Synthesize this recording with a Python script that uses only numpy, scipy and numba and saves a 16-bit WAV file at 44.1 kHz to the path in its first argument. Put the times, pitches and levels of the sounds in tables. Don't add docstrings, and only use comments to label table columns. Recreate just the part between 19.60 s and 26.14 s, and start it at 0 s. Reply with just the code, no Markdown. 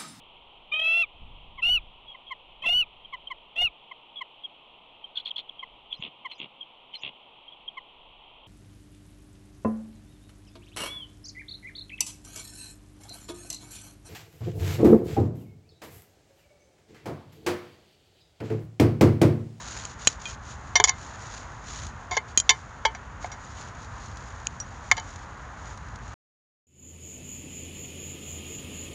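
import sys
import numpy as np
from scipy import signal
from scipy.fft import rfft, irfft, next_fast_len
from scipy.io import wavfile
from scipy.ndimage import uniform_filter1d, minimum_filter1d
from numba import njit

SR = 44100
rng = np.random.default_rng(int(sys.argv[2]) if len(sys.argv) > 2 else 0)


def pcm_store(signal):
    levels = np.round(np.clip(np.atleast_2d(signal), -1, 1) * 32767)
    wavfile.write(sys.argv[1], SR, levels.astype(np.int16).T)


N = 288458

# [f/Hz, density/dB per Hz]
GARDEN_SPECTRUM = [(200, -2), (320, -5), (600, -2.5), (930, 3.5), (1400, 1.5), (1800, -2.5), (2400, -12.5),
                   (3500, -19), (5300, -26.5), (6850, -17.5), (7800, -36), (11000, -44), (12300, -60.5)]
# [f/Hz, density/dB per Hz]
FLAME_SPECTRUM = [(20, -35), (33, -17), (45, -0.5), (58, 3), (80, 0.5), (108, -0.5), (140, -8), (200, -13),
                  (300, -19), (600, -79.5)]
# [t/s, peak level/dB]
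WOOD_TICKS = [(2.268, -27), (4.5712, -33.5), (5.5595, -31.5), (6.1749, -36.5), (6.3579, -34)]
# [f/Hz, density/dB per Hz]
SWISH_SPECTRUM = [(500, -6), (900, -3), (1500, 1), (2100, -4), (3000, -4.5), (4000, -2.5), (5300, -4.5),
                  (6300, 1.5), (6900, 6), (7400, -8), (8000, -16.5), (9500, -23), (11200, -29),
                  (12300, -75)]
# [t of the fastest moment/s, length/s, level/dB]
ARM_STROKES = [(0.127, 0.48, -41), (0.469, 0.2, -40.5), (0.675, 0.18, -42), (0.892, 0.17, -48.5),
               (1.455, .24, -48.5), (1.694, 0.39, -46), (2.168, 0.31, -42), (2.702, 0.074, -54),
               (3.646, 0.089, -46.5), (3.86, 0.15, -51), (4.004, 0.26, -48), (4.243, 0.091, -50.5),
               (4.44, 0.3, -52), (4.64, .22, -53), (5.287, 0.18, -53), (5.52, 0.33, -51), (6.09, .15, -50),
               (6.48, 0.17, -52)]
# [f/Hz, level/dB, t60/s], before each blow's ring factor
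TONGS_MODES = [(2452, -6.5, 0.041), (3150, 0.5, 0.044), (3280, -7, 0.019), (4000, -3, 0.035),
               (4330, -2, 0.034), (4890, -4.5, 0.05), (5810, -4, 0.059), (5865, -12.5, 0.0098),
               (5840, -19, .025), (6680, 6, 0.035), (7060, 4, 0.0065), (7170, -22.5, 0.13),
               (7560, -29, 0.032), (10400, -14, .02), (10700, -19, .03), (11250, -16, .035)]
# [f/Hz, level/dB, t60/s], before each blow's ring factor
GRATE_MODES = [(345, -24, 0.085), (425.3, -16, 0.16), (451, -18, 0.082), (728.6, -8, 0.13),
               (894, -7.5, 0.12), (980, -7, 0.086), (1063, -3.5, 0.087), (1320, -16, 0.025),
               (1666, -4, 0.06), (1752, -6.5, 0.1), (1860, -11, 0.063), (2096, -4, 0.12), (2167, 2, 0.074),
               (2284, -13.5, 0.15), (3025, -10, 0.12), (3244, -7, 0.075), (3600, -7.5, 0.094),
               (3980, -7.5, 0.07), (4440, -9, 0.1), (4630, -8, 0.025), (4723, -5, 0.054),
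               (5270, -8.5, 0.046), (5050, -20, 0.055), (5854, 0, 0.048), (6040, -20, 0.027),
               (6300, -8, 0.05), (6780, 3.5, 0.018), (6760, -1, 0.052), (7400, -19.5, .07),
               (8700, -27, 0.33)]
# [t/s, level/dB, brightness/dB per octave, ring/multiple of the modes' t60,
# chatter/s, first favoured f/Hz, second favoured f/Hz, boost/dB]
ARM_CLINKS = [(.252, -37, -3, 0.22, 0.00098, 6470, 6620, 7), (.4722, -11, 2, 0.39, 0.0025, 3270, 4000, 5),
              (.655, -34, -1, 2.6, .0015, 2452, 3230, 18),
              (2.775, -15.5, 3.5, 0.98, 0.00065, 3070, 6550, 4.3),
              (2.7892, -32, 14, .7, 0.00087, 3070, 6730, 6),
              (2.7998, -23.5, 6.5, .62, 0.00056, 3080, 7100, 9),
              (4.8696, -28.5, 0.5, 0.18, 0.00017, 2460, 6530, 9),
              (5.001, -33.5, 11, 0.95, 0.0041, 5730, 6020, 22)]
# [t/s, level/dB, brightness/dB per octave, ring/multiple of the modes' t60,
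# chatter/s, first favoured f/Hz, second favoured f/Hz, boost/dB]
TIP_KNOCKS = [(1.1549, -13.7, 0.0, 0.75, 0.008, 2140, 5800, 8),
              (1.1996, -17.5, -4, 0.57, 0.0028, 430, 873, 4),
              (1.2396, -13, 1.5, 0.16, 0.0068, 417, 3305, 13.5),
              (1.2742, -30, 4.5, 0.87, 0.0033, 1070, 2322, 14),
              (1.2835, -23.5, 0.5, 1.26, 0.0066, 1066, 2170, 5.3),
              (1.2931, -21, 1.5, 0.4, 0.00085, 4760, 5840, 9.5),
              (2.5105, -26.1, -2, 1.2, 0.022, 736, 3600, 8), (2.548, -41, 3, 0.82, 0.0093, 2326, 3640, 12),
              (2.568, -24.5, -3.5, 0.47, 0.0041, 1690, 6800, 4),
              (2.5725, -22.5, -2.5, 0.43, 0.003, 2149, 3305, 13),
              (2.8928, -6, 3.5, 0.41, 0.0055, 417, 3600, 8.2),
              (2.9053, -22.5, -0.5, 1.06, 0.00052, 1063, 3700, 7.8),
              (3.2512, -21.5, -2.5, 0.95, 0.003, 710, 1630, 8),
              (3.2542, -20, -1.5, 0.83, 0.0012, 882, 3270, 12.3),
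              (3.349, -40, -2.5, 0.71, 0.0046, 730, 5890, 8.7),
              (3.6445, -32, -6, 0.43, 0.0015, 730, 873, 12),
              (3.7169, -41, 5.5, 0.74, 0.015, 2970, 5803, 8.6),
              (5.3141, -14.5, 1, 0.47, 0.00037, 950, 2200, 8.7),
              (5.319, -22.5, -2.5, 0.37, 0.001, 950, 2140, 3.7),
              (5.368, -35.5, -2.0, 1.4, 0.0066, 2322, 3025, 11),
              (5.379, -31.5, -3, 0.74, 0.0004, 890, 3000, 8.6),
              (5.398, -43.5, 10, 0.27, 0.0018, 4175, 4425, 4)]

GARDEN_DB, FLAME_DB = -45, -43
SPEED_POWER, REST_DB = 1, -59
TILT_FROM_HZ, TILT_TO_HZ = 450, 7000
TOP_HZ = 12100


def undb(db):
    return 10 ** (np.asarray(db) / 20)


def unit(x):
    return x / np.sqrt(np.mean(x ** 2) + 1e-20)


def add(out, start_s, x):
    i = int(start_s * SR)
    out[i:i + len(x)] += x[:N - i]


def walk(rate_hz):
    hold = max(int(SR / rate_hz), 1)
    steps = np.repeat(rng.standard_normal(N // hold + 1), hold)
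    smooth = uniform_filter1d(uniform_filter1d(steps, hold), hold)
    return unit(smooth[:N])


def colour(x, points):
    hz, db = np.transpose(points)
    size = next_fast_len(len(x))
    f = np.maximum(np.fft.rfftfreq(size, 1 / SR), 1)
    gain = undb(np.interp(np.log(f), np.log(hz), db))
    return unit(irfft(rfft(x, size) * gain, size)[:len(x)])


def butter(x, hz, kind, order=4):
    sos = signal.butter(order, np.minimum(hz, SR * .45), kind, fs=SR, output="sos")
    return signal.sosfilt(sos, x)


def garden():
    wash = butter(colour(rng.standard_normal(N), GARDEN_SPECTRUM), 150, "high", order=2)
    swell_db = .5 * walk(1.5) + .5 * walk(14)
    return wash * undb(GARDEN_DB + swell_db)


def fire():
    flutter = colour(rng.standard_normal(N), FLAME_SPECTRUM) * undb(FLAME_DB + 1.0 * walk(7.4))
    t = np.arange(SR // 50) / SR
    tiny = [(when * N / SR, -52 + 10 * size) for when, size in rng.random((40, 2))]
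    ticks = np.zeros(N)
    for start_s, peak_db in list(WOOD_TICKS) + tiny:
        tick = colour(rng.standard_normal(len(t)), SWISH_SPECTRUM) * np.exp(-t / 0.0036)
        add(ticks, start_s, undb(peak_db) * tick / np.abs(tick).max())
    return flutter + ticks


def sleeve():
    t = np.arange(N) / SR
    loudness = undb(REST_DB + 2 * walk(4.88))
    for middle_s, length_s, db in ARM_STROKES:
        speed = np.cos(np.pi * np.clip((t - middle_s) / length_s, -.5, .5))
        loudness = np.hypot(loudness, undb(db) * speed ** SPEED_POWER)
    grains = rng.standard_normal(N) * undb(2.1 * walk(400) + 1.26 * walk(30))
    return colour(grains, SWISH_SPECTRUM) * loudness


def tilt_db(hz, brightness):
    return brightness * np.log2(np.clip(hz, TILT_FROM_HZ, TILT_TO_HZ) / TILT_FROM_HZ)


def contact_force(t, chatter_s, rough):
    touch = t[:SR // 20]
    bounces = rng.standard_normal(len(touch)) ** 3 * np.exp(-touch / chatter_s)
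    force = rough * np.sqrt(chatter_s * SR) * bounces / np.linalg.norm(bounces)
    force[0] += 1
    return force


def blow(modes, brightness, ring, chatter_s, favoured_hz, favour_db, rough, edge_hz, air_db,
         crack_db, crack_t60, low_hz, scatter_db, detune, free_db, free_t60):
    t = np.arange(SR // 8) / SR
    hz, db, t60 = np.transpose(modes)[:, :, None]
    chance = rng.standard_normal((3, len(modes), 1))
    force = contact_force(t, chatter_s, rough)
    db = db + tilt_db(hz, brightness)
    for spot_hz in favoured_hz:
        db = db + favour_db * np.exp(-(np.log(hz / spot_hz) / .03) ** 2)
    mode_hz = hz * (1 + detune * chance[0])
    swing = np.sign(chance[1]) * np.sin(2 * np.pi * mode_hz * t)
    free = undb(free_db - 60 * t / (free_t60 * np.sqrt(ring)))
    pressed = undb(-60 * t / (t60 * ring))
    rings = undb(db + scatter_db * chance[2]) * (pressed + free) * swing
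    crack_tilt = undb(tilt_db(np.fft.rfftfreq(len(t), 1 / SR), brightness))
    dense = irfft(rfft(rng.standard_normal(len(t))) * crack_tilt, len(t))
    crack_decay = undb(-60 * t / (crack_t60 * min(ring, 1))) + free / 2
    parts = np.vstack([rings, dense * undb(crack_db) * crack_decay])
    driven = signal.fftconvolve(parts, force[None], axes=-1)[:, :len(t)]
    share = np.linalg.norm(parts, axis=1) / np.linalg.norm(driven, axis=1)
    body = butter(share @ driven, low_hz, "high", order=2)
    air = undb(air_db) * butter(body, 0.855 * TOP_HZ, "low", order=12)
    return butter(body, edge_hz, "low", order=16) + air


def strikes(table, modes, **contact):
    out = np.zeros(N)
    for start_s, db, brightness, ring, chatter_s, first_hz, second_hz, favour_db in table:
        x = blow(modes, brightness, max(ring, .05), max(chatter_s, 1 / SR),
                 (first_hz, second_hz), favour_db, **contact)
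        add(out, start_s, undb(db) * x * np.sqrt(SR / 50) / np.linalg.norm(x))
    return out


def tongs():
    return strikes(ARM_CLINKS, TONGS_MODES, rough=0.097, edge_hz=7770, air_db=-10, crack_db=0.5,
                   crack_t60=0.028, low_hz=70.2, scatter_db=0.0, detune=0.0022,
                   free_db=-29, free_t60=.11)


def grate():
    return strikes(TIP_KNOCKS, GRATE_MODES, rough=0.07, edge_hz=7280, air_db=-20, crack_db=2.0,
                   crack_t60=0.049, low_hz=533, scatter_db=2.5, detune=0.003,
                   free_db=-37.5, free_t60=0.27)


def scene():
    return (garden() + fire() + sleeve() + tongs() + grate())[None]


@njit
def follow(x, attack, release):
    out, level = np.empty(len(x)), 0.
    for i in range(len(x)):
        level += (abs(x[i]) - level) * (attack if abs(x[i]) > level else release)
        out[i] = level
    return out


def record(dry):
    ceiling, attack_s, release_s = .65, .00015, .006
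    level = follow(dry[0], 1 - np.exp(-1 / (attack_s * SR)), 1 - np.exp(-1 / (release_s * SR)))
    gain = np.minimum(1, ceiling / (level + 1e-9))
    held = dry * uniform_filter1d(minimum_filter1d(gain, size=21), size=21)
    clipped = np.clip(held, -.78, .78)
    softened = butter(clipped, .93 * TOP_HZ, "low", order=14)
    return signal.sosfilt(signal.ellip(12, .2, 70, TOP_HZ, fs=SR, output="sos"), softened)


dry = scene()
out = record(dry)
pcm_store(out)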